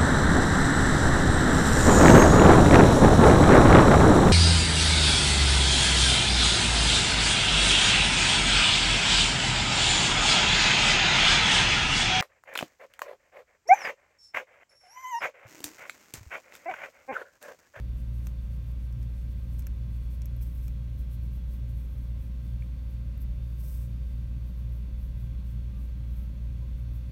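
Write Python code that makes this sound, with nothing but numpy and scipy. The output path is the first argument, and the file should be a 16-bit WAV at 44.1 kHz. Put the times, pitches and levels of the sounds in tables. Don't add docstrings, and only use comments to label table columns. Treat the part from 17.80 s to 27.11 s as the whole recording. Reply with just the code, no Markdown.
import sys
import numpy as np
from scipy import signal
from scipy.fft import rfft, irfft, next_fast_len
from scipy.io import wavfile
from scipy.ndimage import uniform_filter1d

SR = 44100
rng = np.random.default_rng(int(sys.argv[2]) if len(sys.argv) > 2 else 0)


def put_to_file(sound):
    columns = np.atleast_2d(sound).T
    safe = np.clip(columns, -1, 1)
    whole_steps = np.round(safe * 32767)
    wavfile.write(sys.argv[1], SR, whole_steps.astype(np.int16))


def makeup_ratio(level_db):
    decades = np.asarray(level_db, float) / 20
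    return 10 ** decades


N = 410571
T = np.arange(N) / SR


def ring(x, modes):
    out = 0
    for k, (hz, width_hz, db) in enumerate(modes):
        band = [hz - width_hz / 2, hz + width_hz / 2]
        sos = signal.butter(2, band, "band", fs=SR, output="sos")
        sign = (-1) ** k
        out = out + sign * makeup_ratio(db) * signal.sosfilt(sos, x)
    return out


def walk(rate):
    hold = int(SR / rate)
    steps = np.repeat(rng.standard_normal(N // hold + 1), hold)
    smooth = uniform_filter1d(uniform_filter1d(steps, hold), hold)
    return 1.31 * smooth[:N]


def tone(hz, db):
    cycles = np.cumsum(hz + 0 * T) / SR + rng.random()
    return np.sqrt(2) * makeup_ratio(db) * np.cos(2 * np.pi * cycles)


def rubs():
    # middle in seconds, half length at half power in ms,
    # hiss level at the fastest point in dB rms, level of the pad body over the hiss in dB.
    rub_rows = [(.199, 33, -73.5, -2), (.368, 27, -71, -2), (.460, 19, -69, 0), (.630, 27, -78, -1),
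                (.739, 26, -75, -2), (.885, 26, -73, -5), (1.035, 25, -74, -2), (1.124, 12, -77, 0),
                (1.221, 21, -75, -1), (1.385, 46, -75, 0), (1.514, 14, -73, -3), (1.616, 40, -78, -1),
                (1.750, 45, -72.5, -3), (1.797, 7.4, -65, 3), (2.144, 25, -73, -1), (2.238, 26, -76, -1),
                (2.337, 22, -69.5, -2), (2.631, 9, -59, -4), (2.670, 40, -67, -4), (2.755, 8, -64, -15),
                (2.785, 32, -69, -5), (2.850, 28, -66, -4.5), (3.202, 18, -67, -7), (3.331, 19, -66.5, -6),
                (3.442, 15, -69, -6), (3.549, 18, -68.5, -5), (3.737, 32, -68, -4.5), (3.903, 14, -71, -4),
                (4.000, 41, -70.5, -4), (4.138, 40, -73, -12), (4.237, 48, -76, -3), (4.431, 27, -71, -5),
                (4.683, 34, -74, -2), (4.831, 23, -74, -2), (5.128, 24, -76, -4), (5.421, 10, -61.5, -12),
                (5.699, 36, -73, -3.5), (5.820, 35, -66, -5), (5.911, 71, -60.5, -3), (6.035, 28, -73, 1),
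                (6.311, 53, -75.5, -1), (6.678, 20, -70.5, -7), (6.792, 24, -75, -7), (6.954, 32, -72, -10),
                (7.235, 31, -70, -10), (7.415, 30, -72, -6), (7.699, 32, -73.5, -2), (8.017, 35, -73, -3),
                (8.367, 47, -71, -7), (8.425, 17, -71, -15), (9.002, 24, -74, -7), (9.159, 29, -71.5, -8)]
    # centre in Hz, width in Hz, relative level in dB.
    hiss_modes = [(11500, 1500, 0), (12900, 1600, 0)]
    # centre in Hz, width in Hz, relative level in dB.
    body_modes = [(3900, 2000, -9), (5700, 1300, -1), (7100, 1400, -6), (8600, 1400, 1), (9900, 1300, -3)]
    # centre in Hz, width in Hz, relative level in dB.
    edge_modes = [(14300, 1500, 0), (15500, 1200, 0)]
    fibres_per_s, fibre_spread_db = 15000, 1.5
    rise_share = 0.44
    steepness = 1.9

    power = np.zeros((3, N))
    for middle_s, half_ms, hiss_db, body_db in rub_rows:
        near = slice(max(int((middle_s - .3) * SR), 0), int((middle_s + .3) * SR))
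        rise_ms = 2 * half_ms * rise_share
        fall_ms = 2 * half_ms - rise_ms
        lag_ms = 1000 * (T[near] - middle_s) + half_ms - rise_ms
        side_ms = np.where(lag_ms < 0, rise_ms, fall_ms)
        swell = .5 ** (abs(lag_ms / side_ms) ** steepness)
        edge_db = -4 + .15 * (hiss_db + 72)
        band_db = hiss_db + np.array([[0], [body_db], [edge_db]])
        power[:, near] += swell * makeup_ratio(band_db) ** 2

    caught = rng.random((3, N)) < fibres_per_s / SR
    uneven = makeup_ratio(fibre_spread_db * rng.exponential(size=(3, N)))
    fibres = caught * rng.standard_normal((3, N)) * uneven
    fibres = fibres * makeup_ratio(1.6 * walk(90))
    bands = [ring(f, modes) for f, modes in zip(fibres, (hiss_modes, body_modes, edge_modes))]
    return sum(np.sqrt(p) * b / b.std() for p, b in zip(power, bands))


def ticks():
    # start in seconds, peak of the tip's ring in dB,
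    # then the peaks of shaft, barrel and pad thud over that of the tip in dB.
    tick_rows = [(0.4698, -38.5, 1, -15, -2), (1.1257, -52, 0, -14, -14), (1.2295, -55.5, 5.5, -3, -10),
                 (1.7875, -52, -10, -20, -20), (1.7932, -38.5, -7.5, -20, -14), (1.822, -55, 8, -4, -2),
                 (1.8687, -33.5, -5.5, -14.5, -11), (2.419, -48.5, 8, -9, -1.5),
                 (2.4568, -36, -7.5, -21, -23), (2.565, -46, -21, -20, -20), (2.6119, -45, -16, -11, -17),
                 (2.8806, -44, 0, -16, -6), (4.8217, -65.5, 2, 18.5, 0), (5.1045, -53, -22, -20, -20),
                 (5.3781, -45, -22, -18, -16)]
    # centre in Hz, width in Hz, relative level in dB.
    tip = [(10900, 2000, -10), (13100, 1400, 0), (15000, 2000, -10)]
    # centre in Hz, width in Hz, relative level in dB.
    shaft = [(5700, 1100, 0), (7200, 1600, -9), (9000, 2000, -6)]
    # centre in Hz, width in Hz, relative level in dB.
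    barrel = [(1800, 250, -10), (2290, 300, 0)]
    # centre in Hz, width in Hz, relative level in dB.
    thud = [(800, 400, 3), (1400, 700, -1), (3200, 2400, -2)]
    scrape_db, scrape_t60_s = -20.5, 0.023
    desk_echo_db, desk_echo_s = -14, .0038

    out, size = np.zeros(N), int(.06 * SR)
    fade = np.exp(-np.log(1000) * T[:size] / scrape_t60_s)
    scrapes = rng.standard_normal((len(tick_rows), size))
    for (start_s, tip_db, *over_db), scrape in zip(tick_rows, scrapes):
        knock = makeup_ratio(scrape_db) * scrape * fade
        knock[0] += 1
        knock[int(desk_echo_s * SR)] += makeup_ratio(desk_echo_db)
        rings = [ring(knock, modes) for modes in (tip, shaft, barrel, thud)]
        gains = makeup_ratio(tip_db + np.array([0, *over_db]))
        start = int(start_s * SR)
        out[start:start + size] += sum(g * r / abs(r).max() for g, r in zip(gains, rings))
    return out


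def hum():
    # frequency in Hz, level in dB rms.
    hum_lines = [(59.32, -32.9), (116.36, -44.5), (118.64, -49.1), (120.03, -56.5), (177.97, -59.3)]
    crest_s = .362
    return sum(np.sqrt(2) * makeup_ratio(db) * np.cos(2 * np.pi * hz * (T - crest_s)) for hz, db in hum_lines)


def fans():
    # multiple of the shaft frequency, level in dB rms.
    steady_lines = [(9, -69), (10, -79.5), (15, -86), (16, -94), (34, -83.5)]
    # multiple of the shaft frequency, level in dB rms.
    wavering_lines = [(7, -87), (8, -84.5), (9, -78), (14, -93), (16, -90)]
    # frequency in Hz, level in dB rms.
    lone_tones = [(1070.7, -82.5), (1238.5, -91), (2022.5, -90), (2122.8, -91), (2412, -91), (2653, -91),
                  (3660, -93)]
    steady_shaft_hz, wavering_shaft_hz = 58.603, 174.73

    wander = 1 + .0003 * walk(.5)
    out = sum(tone(k * steady_shaft_hz, db) for k, db in steady_lines)
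    out = out + sum(tone(k * wavering_shaft_hz * wander, db) for k, db in wavering_lines)
    return out + sum(tone(hz, db) for hz, db in lone_tones)


def whine():
    # time in seconds, pitch of the lowest partial in Hz, swell in dB.
    whine_path = [(0, 3600, 1), (1.7, 3485, 0), (2.3, 3410, 3), (2.75, 3300, -3), (3.3, 3330, 2),
                  (4.2, 3390, -0.5), (5.1, 3550, 2.5), (6.2, 3640, 1.5), (8.2, 3304, 0.5), (9.31, 3530, 2)]
    # ratio to the lowest, level in dB rms before swell and flicker.
    partials = [(1, -83), (1.21, -94), (1.243, -90), (1.275, -88), (1.31, -90.5)]

    path_s, path_hz, path_db = np.transpose(whine_path)
    glide_hz = np.interp(T, path_s, path_hz)
    swell_db = np.interp(T, path_s, path_db)
    out = 0
    for ratio, db in partials:
        tremble = 1 + .003 * walk(25)
        flicker_db = 2.2 * walk(12)
        out = out + tone(ratio * glide_hz * tremble, db + swell_db + flicker_db)
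    return out


def pips():
    # middle in seconds, frequency in Hz, time from crest to 1/e in seconds,
    # level of the sine at the crest in dB rms.
    pip_rows = [(7.97, 1190, .05, -72), (8.42, 1305, 0.087, -75), (8.83, 1005, 0.023, -68)]
    return sum(tone(hz, db) * np.exp(-((T - s) / length_s) ** 2) for s, hz, length_s, db in pip_rows)


def air():
    # frequency in Hz, power density in dB per Hz.
    air_spectrum = [(15, -96), (22, -87), (30, -72), (36, -60.5), (42, -54), (50, -58), (70, -62),
                    (85, -60.5), (100, -66), (135, -63.5), (150, -65), (168, -71.5), (195, -68.5),
                    (235, -78), (272, -77), (310, -86), (350, -88), (400, -91), (480, -94), (600, -90),
                    (680, -100), (900, -100), (1050, -98), (1300, -102), (1700, -104), (2100, -102),
                    (2600, -101), (3000, -104), (3600, -103.5), (3950, -106.5), (4500, -107.5),
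                    (4950, -111.5), (5600, -109.5), (6500, -112), (7700, -116), (9000, -113.5),
                    (10400, -116.5), (11500, -112), (13500, -113), (16000, -115)]
    size = next_fast_len(N)
    hz, db = np.transpose(air_spectrum)
    bins_hz = np.maximum(np.arange(size // 2 + 1) * SR / size, 1)
    density_db = np.interp(np.log(bins_hz), np.log(hz), db)
    colour = makeup_ratio(density_db) * np.sqrt(SR / 2)
    return irfft(rfft(rng.standard_normal(size)) * colour, size)[:N]


def scene():
    return (rubs() + ticks() + hum() + fans() + whine() + pips() + air())[None]


def roll_off(x):
    return signal.sosfilt(signal.butter(12, 16510, fs=SR, output="sos"), x)


def record(dry):
    top_hz, ripple_db, stop_db = 15830, .3, 50
    low_pass = signal.ellip(10, ripple_db, stop_db, top_hz, fs=SR, output="sos")
    mix = signal.sosfilt(low_pass, dry)
    return roll_off(mix)


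dry = scene()
out = record(dry)
put_to_file(out)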